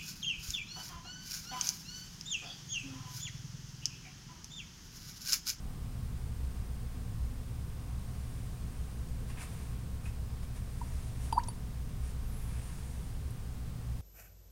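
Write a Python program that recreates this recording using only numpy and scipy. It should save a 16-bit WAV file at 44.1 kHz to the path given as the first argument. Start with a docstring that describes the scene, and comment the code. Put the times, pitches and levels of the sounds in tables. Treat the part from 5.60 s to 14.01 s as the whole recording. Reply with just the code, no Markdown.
"""First comes the room tone of a quiet laboratory: ventilation rumbles and hisses, motors hum and electronics
whine. A sleeve rustles in grainy strokes, with soft crackles of the cloth and thin squeaks. Then liquid drips,
close up: short hollow plops of an air column, a rising gulp as the dent in the surface closes, tiny ringing
bubbles and light ticks of spray. The walls add a short, dull reverb."""
import sys
import numpy as np
from scipy import signal
from scipy.fft import rfft, irfft, next_fast_len
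from scipy.io import wavfile
from scipy.ndimage import map_coordinates

SR = 44100
rng = np.random.default_rng(int(sys.argv[2]) if len(sys.argv) > 2 else 0)


def log_audio(samples):
    """Write samples as a 16-bit WAV file to the path given in sys.argv[1]."""
    # one column per channel
    frames = np.atleast_2d(samples).T
    # limit to full scale, then quantise
    limited = np.clip(frames, -1, 1)
    pcm = np.round(limited * 32767).astype(np.int16)
    wavfile.write(sys.argv[1], SR, pcm)


N = 370881
TIME = np.arange(N) / SR


def amp(db):
    """Decibels as linear gain."""
    return 10 ** (np.asarray(db) / 20)


def unit(x):
    """x at rms 1."""
    return x / np.sqrt(np.mean(x ** 2) + 1e-20)


def wobble(knots_per_s):
    """A smooth random modulator as long as the scene."""
    knots = rng.standard_normal(int(N * knots_per_s / SR) + 4)
    return map_coordinates(knots, [TIME * knots_per_s])


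def filtered(x, response):
    """EQ x with a gain curve given as a function of Hz."""
    size = next_fast_len(len(x) + 8192)
    return irfft(rfft(x, size) * response(np.fft.rfftfreq(size, 1 / SR)), size)[:len(x)]


def coloured(spectrum, size):
    """Noise of rms 1, shaped by (freq_hz, gain_db) points on a log frequency axis."""
    points_hz, db = np.transpose(spectrum)
    white = rng.standard_normal(size)
    return unit(filtered(white, lambda hz: amp(np.interp(np.log(hz + 1), np.log(points_hz), db))))


def strike(t, attack_s, t60_s):
    """A percussive envelope: quick rise, exponential decay."""
    return (1 - np.exp(-t / attack_s)) * amp(-60 * t / t60_s)


def add(track, start_s, sound):
    """Mix a sound into the track at start_s."""
    part = track[round(start_s * SR):][:len(sound)]
    part += sound[:len(part)]


def tones(partials, drift_hz, waver_db, knots_per_s):
    """A drone of sines, each wandering a little in pitch and level."""
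    out = np.zeros(N)
    for hz, db in partials:
        cycles = rng.random() + np.cumsum(hz + drift_hz * wobble(knots_per_s)) / SR
        waver = amp(waver_db * wobble(knots_per_s))
        out += amp(db) * unit(waver * np.sin(2 * np.pi * cycles))
    return out


# Low end of the ducts: freq_hz, gain_db
DUCT_EQ = [(4, -13), (10, -7), (28, -6), (50, -12), (60, 0), (70, -3.5), (80, -10.5), (91, -11), (106, -5),
           (130, -11), (165, -13), (215, -19), (310, -30), (700, -63)]
# Hiss of moving air: freq_hz, gain_db
AIR_EQ = [(150, -27), (330, -3), (470, 1), (600, -5.5), (730, -3.5), (900, -7), (1300, -8.5), (2200, -12),
          (4000, -14.5), (7000, -16), (8100, -16.5), (9500, -16), (12000, -19), (15800, -19)]
# Fan motor hum: pitch_hz, rms_db
MOTOR_TONES = [(28.5, -47.5), (41, -53), (59.2, -48), (66.5, -47), (119.2, -49), (240, -65.5), (254, -67),
               (271, -72.5), (425, -74.5), (726.7, -77), (958, -78)]

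def ventilation():
    """The bed: duct rumble, a smooth rush of air and the hum of fan motors."""
    rumble = amp(-40.5) * coloured(DUCT_EQ, N)
    air = amp(-56.5) * coloured(AIR_EQ, N)
    hum = tones(MOTOR_TONES, drift_hz=0.506, waver_db=3, knots_per_s=3.027)
    return rumble + air + hum


# Whine of the electronics: pitch_hz, rms_db
WHINE_TONES = [(1082, -73), (1200, -75.5), (1561, -79), (4700, -85), (5060, -80), (5303, -86), (8468, -85),
               (8538, -76), (8608, -76), (8678, -86), (9405, -87), (9760, -88)]

def electronics():
    """A thin, nearly steady whine on top of the bed."""
    return tones(WHINE_TONES, drift_hz=0.37, waver_db=1.4, knots_per_s=3.14)


def room(send, t60_s, cutoff_hz, build_s=0.0031):
    """Cupboards and walls answer with a diffuse, dull tail."""
    t = np.arange(SR // 2) / SR
    tail = rng.standard_normal(len(t)) * strike(t, build_s, t60_s)
    wet = signal.fftconvolve(send, tail / np.linalg.norm(tail))[:N]
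    return filtered(wet, lambda hz: 1 / np.hypot(1, hz / cutoff_hz))


# Sleeve strokes, each a bell-shaped swell: crest_s, sigma_s, rub_db, swish_db
SLEEVE_STROKES = [(2.62, .2, -75, -66.5), (3.25, 0.38, -74, -67.5), (3.703, 0.016, -61, -60),
                  (3.793, .015, -59, -72), (3.824, 0.02, -56, -52.5), (3.96, 0.15, -63.5, -60.5),
                  (4.467, 0.024, -61, -58), (4.835, .017, -66, -62), (4.968, .016, -61, -58),
                  (5.358, 0.21, -70, -60), (5.657, .042, -64, -57.5), (6.47, 0.043, -70, -59),
                  (6.953, 0.21, -64, -62), (7.314, 0.22, -83, -62.5)]
# Midrange body of the cloth: freq_hz, gain_db
RUB_EQ = [(200, -12), (550, -2), (900, 5.5), (1400, -1), (2600, 1), (3800, -10), (7000, -49)]
# Airy top of the cloth: freq_hz, gain_db
SWISH_EQ = [(1500, 0), (4000, -3), (7000, -0.5), (8200, 1), (9500, 5.5), (11000, -5.5), (13000, -9),
            (16000, -26)]

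def sleeve(grain_db=4.0):
    """Cloth rubs and swishes in strokes, grainy as its fibres catch."""
    rub_level, swish_level = np.zeros(N), np.zeros(N)
    for crest_s, sigma_s, rub_db, swish_db in SLEEVE_STROKES:
        swell = np.exp(-.5 * ((TIME - crest_s) / sigma_s) ** 2)
        rub_level += amp(rub_db) * swell
        swish_level += amp(swish_db) * swell
    rub = unit(coloured(RUB_EQ, N) * amp(grain_db * wobble(180)))
    return rub_level * rub + swish_level * coloured(SWISH_EQ, N)


# Sleeve crackles: start_s, level_db, ring_relative_db
SLEEVE_CRACKLES = [(3.699, -51.5, -6), (3.771, -54, -2), (3.782, -47.5, -17), (3.809, -49, -4),
                   (4.456, -49.5, 1), (7.095, -54, -15)]
# Snap of a crackle: freq_hz, gain_db
SNAP_EQ = [(300, -22), (900, -5), (1800, 0), (2700, -1), (3500, -12), (8000, -30)]

def crackles(attack_s=.0008, snap_t60_s=0.059, ring_hz=2546, ring_t60_s=0.1, blur_hz=120):
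    """Crackles of the sleeve cloth, each a snap with a short, blurred ring."""
    out, t = np.zeros(N), np.arange(SR // 6) / SR
    for start_s, db, ring_db in SLEEVE_CRACKLES:
        snap = coloured(SNAP_EQ, len(t)) * strike(t, attack_s, snap_t60_s)
        phase = 2 * np.pi * np.cumsum(ring_hz + blur_hz * wobble(210)[:len(t)]) / SR
        ring = amp(ring_db) * np.sin(phase) * strike(t, attack_s, ring_t60_s)
        add(out, start_s, amp(db) * (snap + ring))
    return out


# Thin squeaks: crest_s, half_length_s, crest_pitch_hz, rms_db
SQUEAK_ARCHES = [(3.96, .13, 14200, -74), (6.72, 0.12, 13200, -68), (6.85, 0.074, 14000, -69),
                 (6.848, .17, 11300, -65), (7.06, .08, 9300, -65)]

def squeaks(sag_octaves=.22, jitter=.004, waver=.008, flutter_db=4.0, lower_ratio=0.94, lower_db=-5):
    """A thin pair of unsteady tones arches up and down in pitch and level."""
    out = np.zeros(N)
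    for crest_s, half_s, hz, db in SQUEAK_ARCHES:
        position = np.arange(-half_s, half_s, 1 / SR) / half_s  # -1 to 1, crest at 0
        unsteady = (1 + jitter * wobble(393) + waver * wobble(30))[:len(position)]
        pitch_hz = hz * 2 ** (-sag_octaves * position ** 2) * unsteady
        phase = 2 * np.pi * np.cumsum(pitch_hz) / SR
        pair = np.sin(phase) + amp(lower_db) * np.sin(lower_ratio * phase)
        arch = np.sqrt(np.abs(1 - position ** 2))
        flutter = amp(flutter_db * wobble(40)[:len(position)])
        add(out, crest_s - half_s, amp(db) * unit(pair * arch * flutter))
    return out


# Ticks of spray: start_s, level_db, band_centre_hz, band_sigma_octaves, knock_relative_db
SPRAY_TICKS = [(5.7254, -41.5, 9400, 0.25, 7), (5.783, -46, 8600, .25, -5),
               (5.8353, -42.5, 5200, 0.47, -12), (5.875, -49, 7000, .35, -12),
               (5.8849, -35.5, 9500, .1, -7), (7.7064, -52, 10000, .2, -20)]
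# Dull knock under a tick: freq_hz, gain_db
KNOCK_EQ = [(100, -8), (400, 3), (1000, -5), (1800, -15), (2700, -10), (4000, -12), (8000, -24),
            (14000, -40)]

def spray(attack_s=0.00027, t60_s=0.029):
    """Each light contact ticks: a bright band of noise over a duller knock."""
    out, t = np.zeros(N), np.arange(SR // 6) / SR
    for start_s, db, centre_hz, octaves, knock_db in SPRAY_TICKS:
        white = rng.standard_normal(len(t))
        bright = filtered(white, lambda hz: np.exp(-.5 * (np.log2((hz + 1) / centre_hz) / octaves) ** 2))
        knock = amp(knock_db) * coloured(KNOCK_EQ, len(t))
        add(out, start_s, amp(db) * (unit(bright) + knock) * strike(t, attack_s, t60_s))
    return out


# Bubble pings: start_s, level_db, overtone_db, pitch_hz, glide_octaves_per_s, t60_s
BUBBLE_PINGS = [(5.7263, -42, -50, 4770, -1.07, .14), (5.7825, -43, -52, 4620, -1, 0.065),
                (5.884, -46.5, -40.5, 4580, -.1, 0.096)]

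def bubbles(attack_s=.0006, overtone_ratio=2.15):
    """Tiny bubbles ping with one overtone and bend slightly down in pitch."""
    out, t = np.zeros(N), np.arange(SR // 6) / SR
    for start_s, db, overtone_db, hz, glide, t60_s in BUBBLE_PINGS:
        phase = 2 * np.pi * np.cumsum(hz * 2 ** (glide * t)) / SR
        ping = amp(db) * np.sin(phase) + amp(overtone_db) * np.sin(overtone_ratio * phase)
        add(out, start_s, strike(t, attack_s, t60_s) * ping)
    return out


def gulp(open_s=5.748, crest_s=5.774, closed_s=5.821, start_hz=610, top_hz=2850):
    """The dent in the surface shrinks steadily, so its pitch climbs; ripples shake its level."""
    crest_db, ripple_db = -28.5, 1.6
    swell_db_per_s, fade_db_per_s = 1100, 900
    t = np.arange(open_s, closed_s, 1 / SR)
    dent_size = (closed_s - t) / (closed_s - open_s)
    pitch_hz = np.minimum(start_hz / dent_size, top_hz)
    level_db = crest_db + np.minimum(swell_db_per_s * (t - crest_s), fade_db_per_s * (crest_s - t))
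    level_db += ripple_db * wobble(407)[:len(t)]
    out = np.zeros(N)
    add(out, open_s, amp(level_db) * np.sin(2 * np.pi * np.cumsum(pitch_hz) / SR))
    return out


# Hollow plops of the air column: start_s, peak_db, pitch_hz
DRIP_PLOPS = [(5.2132, -35, 950), (5.7254, -23, 910), (5.777, -16, 948), (5.8825, -38.5, 920)]

def plops(rise_s=.0034, t60_s=.024, ring_hz=965, ring_relative_db=-28, ring_t60_s=.12):
    """The air column swells for a few cycles, dies quickly and leaves a faint ring in the tube."""
    out, t = np.zeros(N), np.arange(SR // 6) / SR
    envelope = (1 - np.exp(-(t / rise_s) ** 2)) * amp(-60 * t / t60_s)
    envelope /= envelope.max()
    ring = amp(ring_relative_db) * strike(t, rise_s, ring_t60_s) * np.sin(2 * np.pi * ring_hz * t)
    for start_s, db, hz in DRIP_PLOPS:
        body = envelope * np.sin(2 * np.pi * hz * t)
        add(out, start_s, amp(db) * (body + ring))
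    return out


def scene():
    """The mono mix: drips close and nearly dry, handling farther back with more reverb."""
    drips = plops() + gulp() + bubbles() + spray()
    handling = sleeve() + crackles() + squeaks()
    send = amp(-16.5) * drips + amp(-5) * handling
    reverb = room(send, t60_s=0.32, cutoff_hz=4000)
    return (drips + handling + reverb + ventilation() + electronics())[None]


def record(dry):
    """A brick-wall low-pass on the whole mix."""
    cutoff_hz = 15850
    return np.array([filtered(channel, lambda hz: hz < cutoff_hz) for channel in dry])


dry = scene()
out = record(dry)
log_audio(out)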